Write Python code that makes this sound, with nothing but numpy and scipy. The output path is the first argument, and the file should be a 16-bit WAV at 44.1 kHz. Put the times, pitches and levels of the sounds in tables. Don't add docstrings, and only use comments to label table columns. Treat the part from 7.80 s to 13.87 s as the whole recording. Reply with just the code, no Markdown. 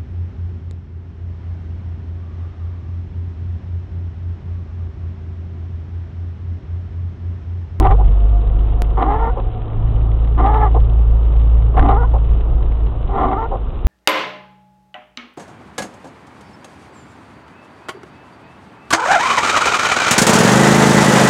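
import sys
import numpy as np
from scipy import signal
from scipy.fft import rfft, irfft, next_fast_len
from scipy.io import wavfile
from scipy.ndimage import uniform_filter1d, map_coordinates

SR = 44100
rng = np.random.default_rng(int(sys.argv[2]) if len(sys.argv) > 2 else 0)


def store_pcm(level_fs):
    pcm = np.round(np.clip(level_fs, -1, 1) * 32767).astype(np.int16)
    wavfile.write(sys.argv[1], SR, np.atleast_2d(pcm).T)


def ratio(d):
    e = np.asarray(d, float) / 20
    return 10 ** e


N = 267687
T = np.arange(N) / SR


def unit(x):
    return x / np.sqrt(np.mean(x ** 2) + 1e-20)


def along(points, hz):
    f, v = np.transpose(points)
    return np.interp(np.log(hz + 1), np.log(f + 1), v)


def curves(rows):
    s, *cols = np.transpose(rows)
    return [np.interp(T, s, c) for c in cols]


def gate(tables, fade, tail):
    total = 0
    for rows in tables:
        inside_s = np.minimum(T - rows[0][0] + fade, rows[-1][0] + tail - T)
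        total = total + np.clip(inside_s / fade, 0, 1)
    return np.clip(total, 0, 1)


def swell(s, half_s):
    return np.exp(-((T - s) / half_s) ** 4)


def wobble(rate):
    return map_coordinates(rng.standard_normal(int(N * rate / SR) + 4), [T * rate])


def filtered(x, response):
    m = next_fast_len(N + SR // 2)
    return irfft(rfft(x, m) * response(np.fft.rfftfreq(m, 1 / SR)), m)[..., :N]


def noise(spectrum):
    return unit(filtered(rng.standard_normal(N), lambda hz: ratio(along(spectrum, hz))))


def body(modes):
    def response(f):
        total = 0
        for k, (c, width, db) in enumerate(modes):
            total = total + (-1) ** k * ratio(db) * 1j * f * width / (c * c - f * f + 1j * f * width)
        return total
    return response


def grains(rate, spread_db):
    draw = rng.random((3, N))
    return (draw[0] < rate / SR) * np.sign(draw[1] - .5) * ratio(-spread_db * np.log(draw[2] + 0.00043))


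def steady(x, span_s):
    return x / np.sqrt(np.abs(uniform_filter1d(x ** 2, int(span_s * SR))) + 1e-12)


# frequency in Hz, level in dB per Hz.
THUMP = [(8, -20), (18, -4), (38, 0), (47, -3), (56, -8), (70, -9), (85, -12), (130, -17), (180, -28),
         (400, -120)]
# frequency in Hz, level in dB per Hz.
ROAR = [(88, -22.5), (150, 4.5), (178, -3.5), (210, 1), (237, -0.5), (463, -0.5), (591, -6.5), (702, -5.5),
        (843, -9), (1220, -11.5), (1700, -28.5), (2210, -59), (3740, -120)]
# frequency in Hz, level in dB per Hz.
SPRAY = [(940, -26), (1600, -4.5), (1780, -0.5), (2370, -3), (2970, 1.5), (3180, -2), (3750, -5.5),
         (4280, -11.5), (5560, -47), (9420, -120)]
# centre in seconds, rise in dB, half length in seconds.
PATCHES = [
    (0.05, 5.5, .08),
    (3.764, 3.5, 0.061),
    (3.979, 8, 0.1),
    (4.499, 2.5, 0.18),
]


def road(turn):
    thump_db = -20.5 + sum(db * swell(s, half_s) for s, db, half_s in PATCHES)
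    thump = ratio(thump_db) * unit(ratio(3.1 * wobble(14)) * noise(THUMP))
    roar = ratio(-33.5) * unit(ratio(0.28 * wobble(7) + 0.91 * np.sin(turn)) * noise(ROAR))
    puff = ratio(-60 * np.arange(SR // 20) / SR / 0.014)
    splat = signal.fftconvolve(np.abs(grains(rate=50, spread_db=-2)), puff)[:N]
    drops = unit(splat * noise(SPRAY))
    hiss = unit(ratio(0.59 * wobble(35)) * noise(SPRAY))
    return thump + roar + ratio(-55) * (hiss + ratio(-2.5) * drops)


# start in seconds, peak in dB, body pitch in Hz, t60 in seconds.
BUMPS = [
    (-.005, -9, 48, .1),
    (6.047, -3, 50, 1),
]


def bumps():
    total = 0
    for s, db, hz, t60 in BUMPS:
        decay = ratio(db - 60 * np.abs(T - s) / t60) * (T > s)
        total = total - decay * np.sin(2 * np.pi * hz * (T - s))
    return total


# time in seconds, firing rate in Hz.
REVS = [(0.06, 48.9), (0.76, 51.3), (1.14, 52.5), (1.55, 53.0), (1.9, 53.7), (2.18, 54.7), (2.6, 55.5),
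        (4.16, 55.56), (4.46, 55.1), (4.82, 54.4), (5.13, 54.0), (5.46, 53.1), (5.8, 51.8)]
# time in seconds, level in dB.
BOOM = [(0.0, -11), (0.25, -10), (1.52, -17.5), (1.55, -32.5), (1.64, -22.5), (1.94, -37), (2.06, -17),
        (2.28, -13), (3.76, -11), (5.05, -14.5), (5.15, -27), (5.26, -19), (5.37, -31), (5.42, -22),
        (5.74, -25), (5.84, -19), (5.91, -26), (6.06, -40)]
# multiple of the firing rate, level in dB re the second order.
CRANK = [(.5, -4), (1.5, -21), (2.5, -11.5), (3, -21), (4, -24.5)]
# time in seconds, frequency in Hz, level in dB.
WHINE = [(0, 677, -51.5), (.5, 699.5, -42.5), (1, 712, -41), (1.7, 739.5, -45), (2.3, 753, -53.5),
         (4, 778, -54.5), (6.07, 725, -55)]


def engine():
    (rate_hz,), (boom_db,) = curves(REVS), curves(BOOM)
    turn = 2 * np.pi * np.cumsum(rate_hz) / SR - np.pi / 2
    boom = ratio(boom_db + 0.86 * wobble(13)) * np.sin(turn + 0.27 * wobble(13))
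    throttle_closed = np.clip((T - 4.34) / 0.23, 0, 1)
    second_db = -27 - 5.5 * throttle_closed + 3.1 * wobble(2)
    orders = np.sin(2 * turn - 1.6)
    for multiple, db in CRANK:
        orders = orders + ratio(db + 2.8 * wobble(9.3)) * np.sin(multiple * turn)
    unsteady = ratio(1.6 * wobble(12))
    whine_hz, whine_db = curves(WHINE)
    whine_phase = 2 * np.pi * np.cumsum(whine_hz) / SR + .5 * wobble(25)
    whine = ratio(whine_db + 4.6 * wobble(30)) * np.sin(whine_phase)
    return np.sqrt(2) * (boom + ratio(second_db) * unsteady * orders + whine), turn


def cabin(x):
    t = np.arange(SR // 8) / SR
    tail = rng.standard_normal(len(t)) * ratio(-60 * t / 0.063)
    return signal.fftconvolve(x, tail / np.linalg.norm(tail))[:N]


# time in seconds, peak in dB.
SNAPS = [(0.0263, -27.5), (0.1116, -30.5), (0.616, -33.5), (1.178, -35.5), (1.2243, -23), (1.3422, -29),
         (1.6, -30.5), (1.7471, -31), (2.5793, -33.5), (2.6422, -29), (2.6616, -24), (2.722, -35.5),
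         (2.744, -25), (2.7762, -30), (2.814, -29.5), (3.5232, -31), (3.822, -31), (3.9687, -34.5),
         (4.0265, -24), (4.0614, -24.5), (4.0887, -24), (4.509, -35.5), (4.5733, -32), (4.8276, -29),
         (5.2283, -33), (5.38, -35), (5.4183, -31), (5.4533, -34), (5.4852, -30), (5.5138, -28)]


def snaps():
    out, t = np.zeros(N + SR), np.arange(SR // 50) / SR
    for s, db in SNAPS:
        tick = ratio(db - 0.5 - 60 * t / 0.021) * rng.standard_normal(len(t))
        out[round(s * SR):][:len(t)] += tick
    return filtered(out[:N], lambda hz: ratio(along(SPRAY, hz) + 2.5))


# start in seconds, scuff in dB, hold in seconds.
FLIP = [
    (0.183, -25, 0.022),
    (1.558, -24.5, 0.026),
    (2.941, -20, 0.02),
    (3.937, -25.5, .002),
    (4.329, -23.5, .024),
    (5.705, -22, 0.039),
]
# frequency in Hz, width in Hz, level in dB.
ARM = [(390, 150, -8), (528, 86, 0), (766, 83, 2.5), (1070, 230, -5), (1190, 225, -8)]
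# frequency in Hz, level in dB.
CABIN_COLOUR = [(200, 3), (1350, -2), (1550, -7.5), (2200, -11), (4400, -18)]


def flip():
    rise_s, fall_db_per_s = 0.011, 722
    push = 0
    for s, db, hold_s in FLIP:
        falling_s = np.clip(T - s - rise_s - hold_s, 0, 1)
        push = push + np.clip((T - s) / rise_s, 0, 1) * ratio(db - fall_db_per_s * falling_s)
    scuff = filtered(grains(rate=2700, spread_db=2.0), lambda hz: body(ARM)(hz) * ratio(along(CABIN_COLOUR, hz)))
    return push * steady(scuff, span_s=0.021)


def rubber_chatter():
    chatter = ratio(2.5 * wobble(58)) * grains(rate=2000, spread_db=3.0)
    snap_s, snap_db = np.transpose(SNAPS)
    chatter[np.round(snap_s * SR).astype(int)] = ratio(snap_db + 43.5)
    return chatter


# frequency in Hz, width in Hz, level in dB.
GROAN = [(200, 70, -6), (300, 50, 0)]


def arm_groan(chatter):
    return steady(filtered(chatter, lambda hz: body(GROAN)(hz) ** 2), span_s=0.018)


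# frequency in Hz, width in Hz, level in dB.
GLASS = [(450, 16, -4), (747.6, 88, 1.5), (1050, 45, -6), (1169, 12, 1.5), (1390, 160, -12.5),
         (1740, 300, -17), (2130, 300, -16), (3050, 780, -24)]


def glass_judder(chatter, bright_db):
    dull = steady(filtered(chatter, lambda hz: body(GLASS)(hz) * ratio(along(CABIN_COLOUR, hz))), span_s=.09)
    sharp = filtered(dull, lambda hz: hz > 1500)
    return dull + (ratio(bright_db) - 1) * sharp


# frequency in Hz, level in dB.
LIP = [(600, -8.5), (800, 9), (1250, -3), (1500, -21), (1750, -14), (2200, -33.5), (3000, -38.5),
       (4200, -54)]


def squeak(slip_hz, first_db, squeak_db, third_db, bright_db):
    slip = 2 * np.pi * np.cumsum(slip_hz * (1 + .02 * wobble(140))) / SR
    total = 0
    for k in range(1, 9):
        level_db = squeak_db + along(LIP, k * slip_hz) - along(LIP, 2 * slip_hz) + bright_db * (k > 3)
        if k == 1:
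            level_db = first_db
        elif k == 3:
            level_db = third_db
        phase = k * (slip + .2 * wobble(110))
        total = total + ratio(level_db + 1.6 * wobble(90)) * np.sin(phase)
    return total


# time in seconds, slip rate in Hz, grip in dB.
BLADE = [
    [(0.0, 383.9, -23.5), (0.03, 394.8, -19), (0.05, 397.2, -16), (0.07, 385.1, -15.5), (0.095, 386.3, -24),
     (0.118, 396.3, -18), (0.135, 409, -24), (0.15, 481, -35.5)],
    [(1.178, 374.4, -18), (1.22, 352.7, -18), (1.25, 360.4, -21.5), (1.29, 403, -18.5),
     (1.34, 419.6, -18.5), (1.395, 450, -26), (1.43, 453.3, -21), (1.475, 452.6, -19.5),
     (1.505, 486, -29.5)],
    [(2.582, 355, -22.5), (2.662, 400, -15), (2.72, 422, -18.5), (2.765, 434, -18.5), (2.81, 424.4, -21.5),
     (2.835, 435.5, -15), (2.875, 376.3, -21)],
    [(3.973, 378, -13.5), (4.003, 372, -15), (4.022, 386.7, -20.5), (4.078, 395.7, -18.5),
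     (4.098, 409.5, -11), (4.125, 390, -20), (4.165, 411, -19.5), (4.195, 480, -29.5), (4.245, 480, -25.5)],
    [(5.295, 390, -36), (5.345, 390, -24), (5.41, 390, -15.5), (5.52, 373.5, -18), (5.555, 387.4, -24),
     (5.59, 445, -20.5), (5.66, 460, -27.5)],
]
# lock in seconds, groan in seconds, groan half length in seconds,
# groan in dB, locked brightness in dB.
SWEEPS = [
    (0.148, .001, 0.033, -21, -1.5),
    (1.27, 1.256, 0.051, -29, 0.5),
    (2.644, 2.612, .048, -31, 1),
    (4.149, 4.052, 0.036, -23, -2.5),
    (5.568, 5.472, 0.11, -32.5, -1),
]
LOOSE_DB = (-0.4, -7.5, -15.5, 0)
LOCKED_DB = (-4.5, -2.26, -13, 2)


def wiper():
    slip_hz, raw_grip_db = curves([row for rows in BLADE for row in rows])
    stop_s, stop_db_per_s, lock_s = .04, 898.5, .042
    halt_db, locked, lock_bright_db = 0, 0, 0
    bend = 0
    for rows, (middle_s, groan_s, half_s, groan_db, stroke_bright_db) in zip(BLADE, SWEEPS):
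        end_s = rows[-1][0]
        during = T < end_s + .1
        halt_db = halt_db - stop_db_per_s * np.clip(T - end_s, 0, stop_s) * during
        lock = np.clip((T - middle_s) / lock_s + .5, 0, 1) * during
        locked = locked + lock
        lock_bright_db = lock_bright_db + lock * stroke_bright_db
        bend = bend + ratio(groan_db) * swell(groan_s, half_s)
    grip_db = raw_grip_db + halt_db
    bend = bend + ratio(grip_db - 17)

    over_db = [loose + (tight - loose) * locked for loose, tight in zip(LOOSE_DB, LOCKED_DB)]
    judder_over_db, squeak_over_db, third_over_db, bright_db = over_db
    bright_db = bright_db + lock_bright_db
    firmness_db = raw_grip_db + 20
    judder_db = grip_db + judder_over_db - .2 * firmness_db
    squeak_db = grip_db + squeak_over_db + 1.2 * wobble(45)
    third_db = grip_db + third_over_db + 3 * wobble(35)
    first_db = -31 + 0.22 * firmness_db + 0.05 * (slip_hz - 400) + halt_db + 2.2 * wobble(42)

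    pitched = np.sqrt(2) * squeak(slip_hz, first_db, squeak_db, third_db, bright_db)
    chatter = rubber_chatter()
    judder = ratio(judder_db - 0.5) * glass_judder(chatter, bright_db)
    groan = bend * arm_groan(chatter)
    return gate(BLADE, fade=0.0092, tail=stop_s) * (pitched + judder + groan)


def scene():
    hum, turn = engine()
    blades = wiper() + flip()
    walls = ratio(-13) * cabin(blades)
    return (hum + road(turn) + bumps() + blades + walls + snaps())[None]


def band_limit(x):
    return signal.sosfilt(signal.butter(12, 15800, fs=SR, output="sos"), x)


# time in seconds, jump in full scale, settling time in seconds.
CLICK = (1.02027, .4, .004)


def record(dry):
    top = .709
    loud = np.clip(dry, -top, top)
    drift = np.linspace(loud[:, 0], loud[:, -1], N, axis=1)
    narrow = drift + filtered(loud - drift, lambda hz: np.clip((4450 - hz) / 700, 0, 1) ** 1.1)
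    s, jump, settle_s = CLICK
    after = T - s
    side = -np.sign(narrow[:, [round(s * SR)]])
    click = side * jump * (after > 0) * np.exp(-np.abs(after) / settle_s)
    return band_limit(np.clip(narrow + click, -top, top))


dry = scene()
out = record(dry)
store_pcm(out)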